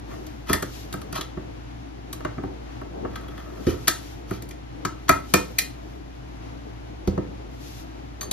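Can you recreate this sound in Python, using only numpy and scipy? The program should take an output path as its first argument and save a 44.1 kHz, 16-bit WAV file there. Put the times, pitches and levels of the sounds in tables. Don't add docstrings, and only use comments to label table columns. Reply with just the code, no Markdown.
import sys
import numpy as np
from scipy import signal
from scipy.fft import rfft, irfft
from scipy.io import wavfile

SR = 44100
rng = np.random.default_rng(int(sys.argv[2]) if len(sys.argv) > 2 else 0)


def inscribe(sig):
    pcm = np.round(np.clip(np.atleast_2d(sig).T, -1, 1) * 32767)
    wavfile.write(sys.argv[1], SR, pcm.astype(np.int16))


N = 366912
TIME = np.arange(N) / SR
HZ = np.maximum(np.arange(N // 2 + 1) * SR / N, 1)


def from_db(db):
    return 10 ** (np.asarray(db) / 20)


def unit_rms(x):
    return x / np.sqrt(np.mean(x ** 2) + 1e-20)


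def at_hz(curve, hz, column=1):
    curve = np.array(curve)
    return np.interp(np.log(hz), np.log(curve[:, 0]), curve[:, column])


def equalise(x, curve):
    roll_off = np.minimum(1, HZ / curve[0][0]) ** 4 * np.minimum(1, curve[-1][0] / HZ) ** 4
    return irfft(rfft(x) * from_db(at_hz(curve, HZ)) * roll_off, N)


def drift(rate_hz):
    hop = 40
    pole = np.exp(-2 * np.pi * rate_hz * hop / SR)
    slow = signal.lfilter([1], [1, -2 * pole, pole * pole], rng.standard_normal(N // hop + 2002))[2000:]
    return np.interp(np.arange(N) / hop, np.arange(len(slow)), unit_rms(slow))


def ring(force, hz, t60):
    pole, angle = from_db(-60 / (t60 * SR)), 2 * np.pi * hz / SR
    return signal.lfilter([0, np.sin(angle)], [1, -2 * pole * np.cos(angle), pole * pole], force + 1e-18)


def grit(shape, spread_db):
    return from_db(spread_db * np.minimum(rng.exponential(1, shape), 5)) * rng.choice([-1, 1], shape)


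def chatter(count, decay_s):
    age = np.arange(3000) / SR / decay_s
    bursts = grit((count, len(age)), 6.4) * np.minimum(1, age / 0.8) * np.exp(-age)
    return bursts / np.linalg.norm(bursts, axis=1, keepdims=True)


def strike(times, bursts, levels_db):
    force = np.zeros(N + SR)
    for time, burst, gain in zip(times, bursts, from_db(levels_db)):
        start = round(time * SR)
        force[start:start + len(burst)] += gain * burst
    return force[:N]


# (frequency [Hz], shared part [0-1], right phase lead [rad])
FAR_IMAGE = [(50, .98, -.4), (170, .75, -.9), (340, .5, -1.9), (690, .7, -3.0), (1300, .35, -3.0),
             (2500, .1, -2.0), (7200, .3, -2.8), (8300, 1, -3.1), (10100, 1, -3.17), (11000, .7, -4.2),
             (12300, 1, -6.2)]
NEAR_IMAGE = [(50, .95, -.4), (200, .8, -.2), (340, .65, .9), (690, .7, 2.5), (950, .6, 1.9),
              (1290, .78, .2), (2400, .6, 0), (4200, .6, -.6), (5700, .6, -2.0), (7400, .9, -2.7),
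              (8400, .99, -3.0), (9800, .99, -3.3), (11300, .8, -4.6), (12700, .95, -6.1)]
# (frequency [Hz], gain [dB])
FAR_RIGHT_EQ = [(60, 0.5), (180, -2), (260, -14), (350, -1.5), (520, -1), (1000, -2.5), (5000, -3.5),
                (8000, -0.5)]
NEAR_RIGHT_EQ = [(70, 5), (300, 0), (700, 1), (1300, -1), (4400, -2), (15000, 0)]
def mic_ports(pair, image, right_eq):
    left, other = pair
    share = np.clip(at_hz(image, HZ), 0, 1)
    turn = np.exp(1j * at_hz(image, HZ, column=2))
    right = share * turn * rfft(left) + np.sqrt(1 - share ** 2) * rfft(other)
    return np.array([left, irfft(right * from_db(at_hz(right_eq, HZ)), N)])


# (frequency [Hz], t60 [s])
KITCHEN_DECAY = [(100, 0.51), (1000, 0.27), (4000, 0.3), (14000, 0.2)]
def kitchen(x, wet_db, scatter_s):
    t, edges_hz = np.arange(SR // 2) / SR, 80 * 2. ** np.arange(9)
    paths = np.zeros((2, len(t)))
    for low, high in zip(edges_hz, edges_hz[1:]):
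        bandpass = signal.butter(2, [low, high], "band", fs=SR, output="sos")
        band = signal.sosfilt(bandpass, rng.standard_normal(paths.shape))
        paths += band * from_db(-60 * t / at_hz(KITCHEN_DECAY, np.sqrt(low * high)))
    paths *= np.minimum(1, t / 0.012) * from_db(wet_db) / np.linalg.norm(paths[0])
    scatter = rng.standard_normal(len(t)) * np.exp(-t / scatter_s)
    paths[0, 0] += 1
    paths[1] += scatter / np.linalg.norm(scatter)
    return signal.fftconvolve(x[None], paths, axes=1)[:, :N]


# (frequency [Hz], level [dB], waver [dB])
MOTOR_TONES = [(59, -41, .8), (118.2, -51, 1.5), (291, -56, 2), (409, -61, 2), (2121, -78, 1)]
def compressor():
    out = np.zeros((2, N))
    for hz, db, waver_db in MOTOR_TONES:
        phase = 2 * np.pi * hz * TIME + .5 * drift(13.7) + [[0], [at_hz(FAR_IMAGE, hz, column=2)]]
        pan = from_db([[0], [at_hz(FAR_RIGHT_EQ, hz)]])
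        out += np.sqrt(2) * from_db(db + waver_db * drift(1.5)) * pan * np.sin(phase)
    return out


# (frequency [Hz], gain [dB])
STOVE_EQ = [(30, -19), (50, -37), (112, 6.5), (190, -10.5), (300, 6.5), (450, -23.5), (690, -6),
            (1090, -13.5), (3000, -21.5), (6500, -30), (7500, -36), (10800, -36.5), (12300, -44),
            (13200, -83)]
def stove(level_db):
    bed = unit_rms(equalise(rng.standard_normal((2, N)), STOVE_EQ))
    return from_db(level_db + .8 * drift(3)) * bed


# (time [s], rub level [dB], rumble level [dB])
HAND_MOVES = [(0, -75, -46), (.12, -52.5, -36.5), (.3, -57.5, -43.5), (.48, -64, -49), (.76, -42, -46),
              (.9, -54.5, -43.5), (1.35, -73, -43), (1.9, -90, -49.5), (2.5, -91, -38), (2.72, -66, -46),
              (3.05, -75, -29.5), (3.2, -64, -44.5), (3.6, -54.5, -40), (4.1, -48.5, -47),
              (4.5, -105, -44.5), (5.3, -49.5, -45), (6.3, -74.5, -46.5), (7.44, -84, -44),
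              (7.54, -52, -45.5), (7.8, -47, -48), (7.92, -65, -47.5), (8.32, -69, -43.5)]
# (frequency [Hz], gain [dB])
RUB_EQ = [(1500, -6.5), (3000, -1), (6000, -1), (7500, -6.5), (11000, -7), (13000, -11.5), (14300, -24.5)]
RUMBLE_EQ = [(100, -9.5), (200, 2.5), (330, 2), (450, -1), (800, -8)]
def hands():
    times, rub_db, rumble_db = np.transpose(HAND_MOVES)
    rub = unit_rms(equalise(rng.standard_normal((2, N)), RUB_EQ))
    rub *= from_db(np.interp(TIME, times, rub_db) + 2.5 * drift(5))
    rumble = unit_rms(equalise(rng.standard_normal((2, N)), RUMBLE_EQ))
    rumble *= from_db(np.interp(TIME, times, rumble_db) + 2.5 * drift(12))
    return rub + rumble


# (frequency [Hz], gain [dB], t60 [s])
COUNTER_MODES = [(84, -2, 0.19), (130.7, -5, 0.1), (193.2, 2, 0.075), (289.5, 0.5, 0.12), (331.5, -4, 0.17),
                 (375.3, 0, 0.11), (423.4, -5.5, 0.14), (500.5, -4, 0.11), (545, -9.5, 0.102)]
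def counter_thuds(times, thud_db, thud_hz):
    out = np.zeros(N)
    for k, (hz, db, t60) in enumerate(COUNTER_MODES):
        mode_db = db + rng.normal(0, 2.5, len(times)) + focus_db(hz, thud_hz, 6.5, 6.5)
        cycle = np.hanning(round(SR / hz))
        pushes = np.tile(2 * cycle / cycle.sum(), (len(times), 1))
        lag_cycles = rng.uniform(0.3, 1.386, len(times))
        out += (-1) ** k * ring(strike(times + lag_cycles / hz, pushes, thud_db + mode_db), hz, t60)
    return out


def focus_db(hz, bright_hz, below, above):
    octaves = np.log2(hz / bright_hz)
    return -np.maximum(-below * octaves, above * octaves)


# (time [s], length [s], tin drive [dB], grating level [dB], lid drive [dB])
DRAGS = [(0.054, 0.08, -70.5, -72, -94), (0.453, 0.063, -55, -28, -72), (0.53, 0.025, -72, -44, -90),
         (1.107, 0.067, -58.5, -30, -73), (3.066, 0.73, -76.5, -56, -99), (3.639, 0.068, -66, -31.5, -78),
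         (4.25, 0.11, -77, -41.5, -99)]
def scrapes(bite_s=0.048, release_db_per_s=486):
    envelopes = np.zeros((3, N))
    for start, length, *levels_db in DRAGS:
        bite = np.clip((TIME - start) / bite_s, 0, 1) ** 2
        release = from_db(-release_db_per_s * np.maximum(TIME - start - length, 0))
        envelopes += from_db(levels_db)[:, None] * bite * release
    on_tin, grating, on_lid = envelopes
    slips = unit_rms(grit(N, 4.0)) * from_db(3 * drift(70))
    return grating * equalise(slips, RUB_EQ), on_tin * slips, on_lid * slips


# (frequency [Hz], gain [dB])
CLACK_EQ = [(1800, -14.5), (2600, -4), (4450, 1.5), (5300, -3), (6100, 0.5), (7200, -3)]
CRACK_EQ = [(5500, 1), (8000, 15.5), (10500, 15), (12000, 7), (13500, 10.5), (16000, -30)]
def transients(times, clack_db, crack_db, contact_s):
    gain = np.sqrt(.1 * SR)
    clacks = strike(times, gain * chatter(len(times), contact_s), clack_db)
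    cracks = strike(times, gain * chatter(len(times), 0.71 * contact_s), crack_db)
    return equalise(clacks, CLACK_EQ) + equalise(cracks, CRACK_EQ)


# (frequency [Hz], gain [dB], t60 [s])
TIN_MODES = [(598, 15.5, 0.059), (662, 14.5, 0.067), (767, 6.5, 0.078), (906.5, 5.5, 0.068),
             (1125, 6.5, 0.022), (1193, -3.5, 0.062), (1291, 4, 0.049), (1400, 1, 0.035), (1550, 3.5, 0.03),
             (1825, 5, 0.031), (2050, 3.5, 0.04), (2334, -3, 0.025), (2792, 1, 0.053)]
def tin_body(times, blows, tin_db, bright_hz, drag, rim_hz=1200):
    out, slopes = np.zeros(N), (21, 13.5)
    for k, (hz, db, t60) in enumerate(TIN_MODES):
        spot_db = focus_db(hz, bright_hz, *slopes) + rng.normal(0, 2, len(times))
        taps = strike(times, blows, tin_db + spot_db)
        rubbing = from_db(focus_db(hz, rim_hz, *slopes)) * drag
        out += (-1) ** k * from_db(db) * ring(taps + rubbing, hz, t60)
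    return out


# (frequency [Hz], gain [dB], t60 [s])
LID_MODES = [(3080, 2.5, 0.055), (3345, 2.5, 0.061), (3475, 5.5, 0.03), (4115, 1, 0.048),
             (4210, -20, 0.043), (5950, -6.5, .022)]
# (time [s], level [dB], brightest pitch [Hz])
LID_CUES = [(0.515, -41, 4200), (0.53, -24, 4000), (0.553, -38, 6000), (1.125, -38, 5950),
            (1.145, -35, 5950), (1.167, -35.5, 4150), (1.181, -49, 3000), (1.21, -36.5, 3320),
            (3.155, -39, 3500), (3.282, -51, 3330), (3.379, -48.5, 3400), (3.875, -36, 3500),
            (3.879, -25, 3750), (5.09, -30, 3000)]
def lid_rim(blows, drag):
    times, cue_db, bright_hz = np.transpose(LID_CUES)
    out = np.zeros(N)
    for hz, db, t60 in LID_MODES:
        spot_db = focus_db(hz, bright_hz, 30, 30) + rng.normal(0, 2, len(times))
        taps = strike(times, blows, cue_db + spot_db)
        squeak = drag * from_db(5 * drift(15))
        out += from_db(db) * ring(taps + squeak, hz, t60)
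    return out


# (frequency [Hz], gain [dB], t60 [s])
SPOON_MODES = [(2370, -6, .08), (2470, -1, .16), (4356, -5, .12), (4480, -3, .2), (6389, -3, .1),
               (8850, -6, .12), (9880, -2, .2), (13070, -3, .13), (13440, 0, .15), (14520, -9, .08)]
# (bowl [Hz], neck [Hz], rim [Hz])
SPOON_REGISTERS = [2400, 6000, 13000]
# (time [s], bowl level [dB], neck level [dB], rim level [dB])
SPOON_CUES = [(3.881, -38.5, -24, -55), (5.094, -21.5, -61, -44), (5.339, -12, -59, -32),
              (5.584, -22, -42, -29), (8.21, -71, -18.5, -43), (8.312, -71, -29, -46)]
def spoon():
    times = [cue[0] for cue in SPOON_CUES]
    out, clicks = np.zeros(N), np.ones((len(times), 1))
    for hz, db, t60 in SPOON_MODES:
        part_db = [at_hz(list(zip(SPOON_REGISTERS, cue[1:])), hz) for cue in SPOON_CUES]
        chance_db = rng.normal(0, 2, len(times))
        out += ring(strike(times, clicks, part_db + chance_db + db), hz, t60)
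    return out


# (time [s], tin level [dB], tin's brightest pitch [Hz], thud level [dB],
# thud's brightest pitch [Hz], clack level [dB], crack level [dB])
CONTACT_CUES = [(0.265, -54, 807, -63, 300, -48, -66), (0.495, -27, 1180, -19, 248, -48, -54),
                (0.529, -21.5, 1820, -27.5, 159, -28, -37), (0.537, -23.5, 1220, -28.5, 330, -42, -60),
                (0.623, -28, 1270, -27, 298, -35.5, -51), (0.925, -41, 1300, -70, 300, -38.5, -60),
                (0.937, -32.5, 1270, -30.5, 252, -50, -56.5), (1.014, -43.5, 1270, -52, 300, -49, -64.5),
                (1.125, -35.5, 1250, -34.5, 296, -40.5, -55.5), (1.183, -40, 1250, -32.5, 296, -45, -73),
                (1.209, -33, 1300, -39, 298, -36, -57), (1.371, -37.5, 960, -33.5, 279, -69, -95),
                (2.128, -41, 1170, -39, 300, -40, -51), (2.204, -40.5, 1230, -66, 300, -60, -80),
                (2.247, -25.5, 1170, -29.5, 342, -44.5, -71), (2.379, -35.5, 1250, -30.5, 334, -71, -90),
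                (2.434, -36, 950, -26.5, 295, -64, -79), (2.813, -37.5, 1070, -40, 300, -72, -80),
                (3.048, -34, 1100, -27, 350, -75, -87), (3.156, -33.5, 1380, -48, 300, -46, -64.5),
                (3.209, -48, 1420, -67, 300, -66, -76), (3.282, -46.5, 1380, -40, 300, -68, -72),
                (3.376, -39, 1260, -41, 300, -58, -74), (3.667, -32.5, 1500, -13.5, 357, -41, -67),
                (3.872, -28, 1510, -51, 300, -29, -59), (3.878, -16.5, 1570, -27, 376, -20, -32.5),
                (4.308, -30.5, 1250, -23, 265, -61, -61), (4.421, -47.5, 1860, -39, 300, -49, -61),
                (4.488, -67, 759, -63, 298, -54, -63), (4.508, -41.5, 2220, -43, 300, -48, -66),
                (4.849, -25, 1300, -28, 336, -31, -55.5), (5.081, -30, 1340, -38, 300, -36, -82),
                (5.091, -9.5, 1300, -18.5, 278, -23, -36.5), (5.337, -14.5, 1190, -13, 368, -18.5, -34),
                (5.585, -21, 2170, -62, 300, -21, -34.5), (7.073, -31.5, 894, -12, 180, -40.5, -61.5),
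                (7.175, -31, 950, -19, 270, -55, -82), (8.21, -36.5, 1280, -43, 410, -38, -58),
                (8.228, -39.5, 1100, -41, 404, -45, -57), (8.311, -38, 870, -32.5, 300, -29.5, -46)]
def prising(contact_s=0.0053):
    times, tin_db, bright_hz, thud_db, thud_hz, clack_db, crack_db = np.transpose(CONTACT_CUES)
    attacks = transients(times, clack_db, crack_db, contact_s)
    grating, tin_drag, lid_drag = scrapes()
    blows = .6 * chatter(len(times), contact_s)
    blows[:, 80] += 1
    metal = tin_body(times, blows, tin_db, bright_hz, tin_drag) + lid_rim(blows, lid_drag)
    return attacks + grating + metal + counter_thuds(times, thud_db, thud_hz) + spoon()


def scene():
    near = kitchen(prising(), wet_db=-7.5, scatter_s=0.0064)
    bed = mic_ports(stove(level_db=-40) + hands(), FAR_IMAGE, FAR_RIGHT_EQ) + compressor()
    return bed + mic_ports(near, NEAR_IMAGE, NEAR_RIGHT_EQ)


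def record(dry):
    low_cut = signal.butter(2, 35, "high", fs=SR, output="sos")
    high_cut = signal.cheby2(12, 70, 16450, fs=SR, output="sos")
    rounded = np.tanh(signal.sosfilt(low_cut, dry))
    return signal.sosfilt(high_cut, rounded)


dry = scene()
out = record(dry)
inscribe(out)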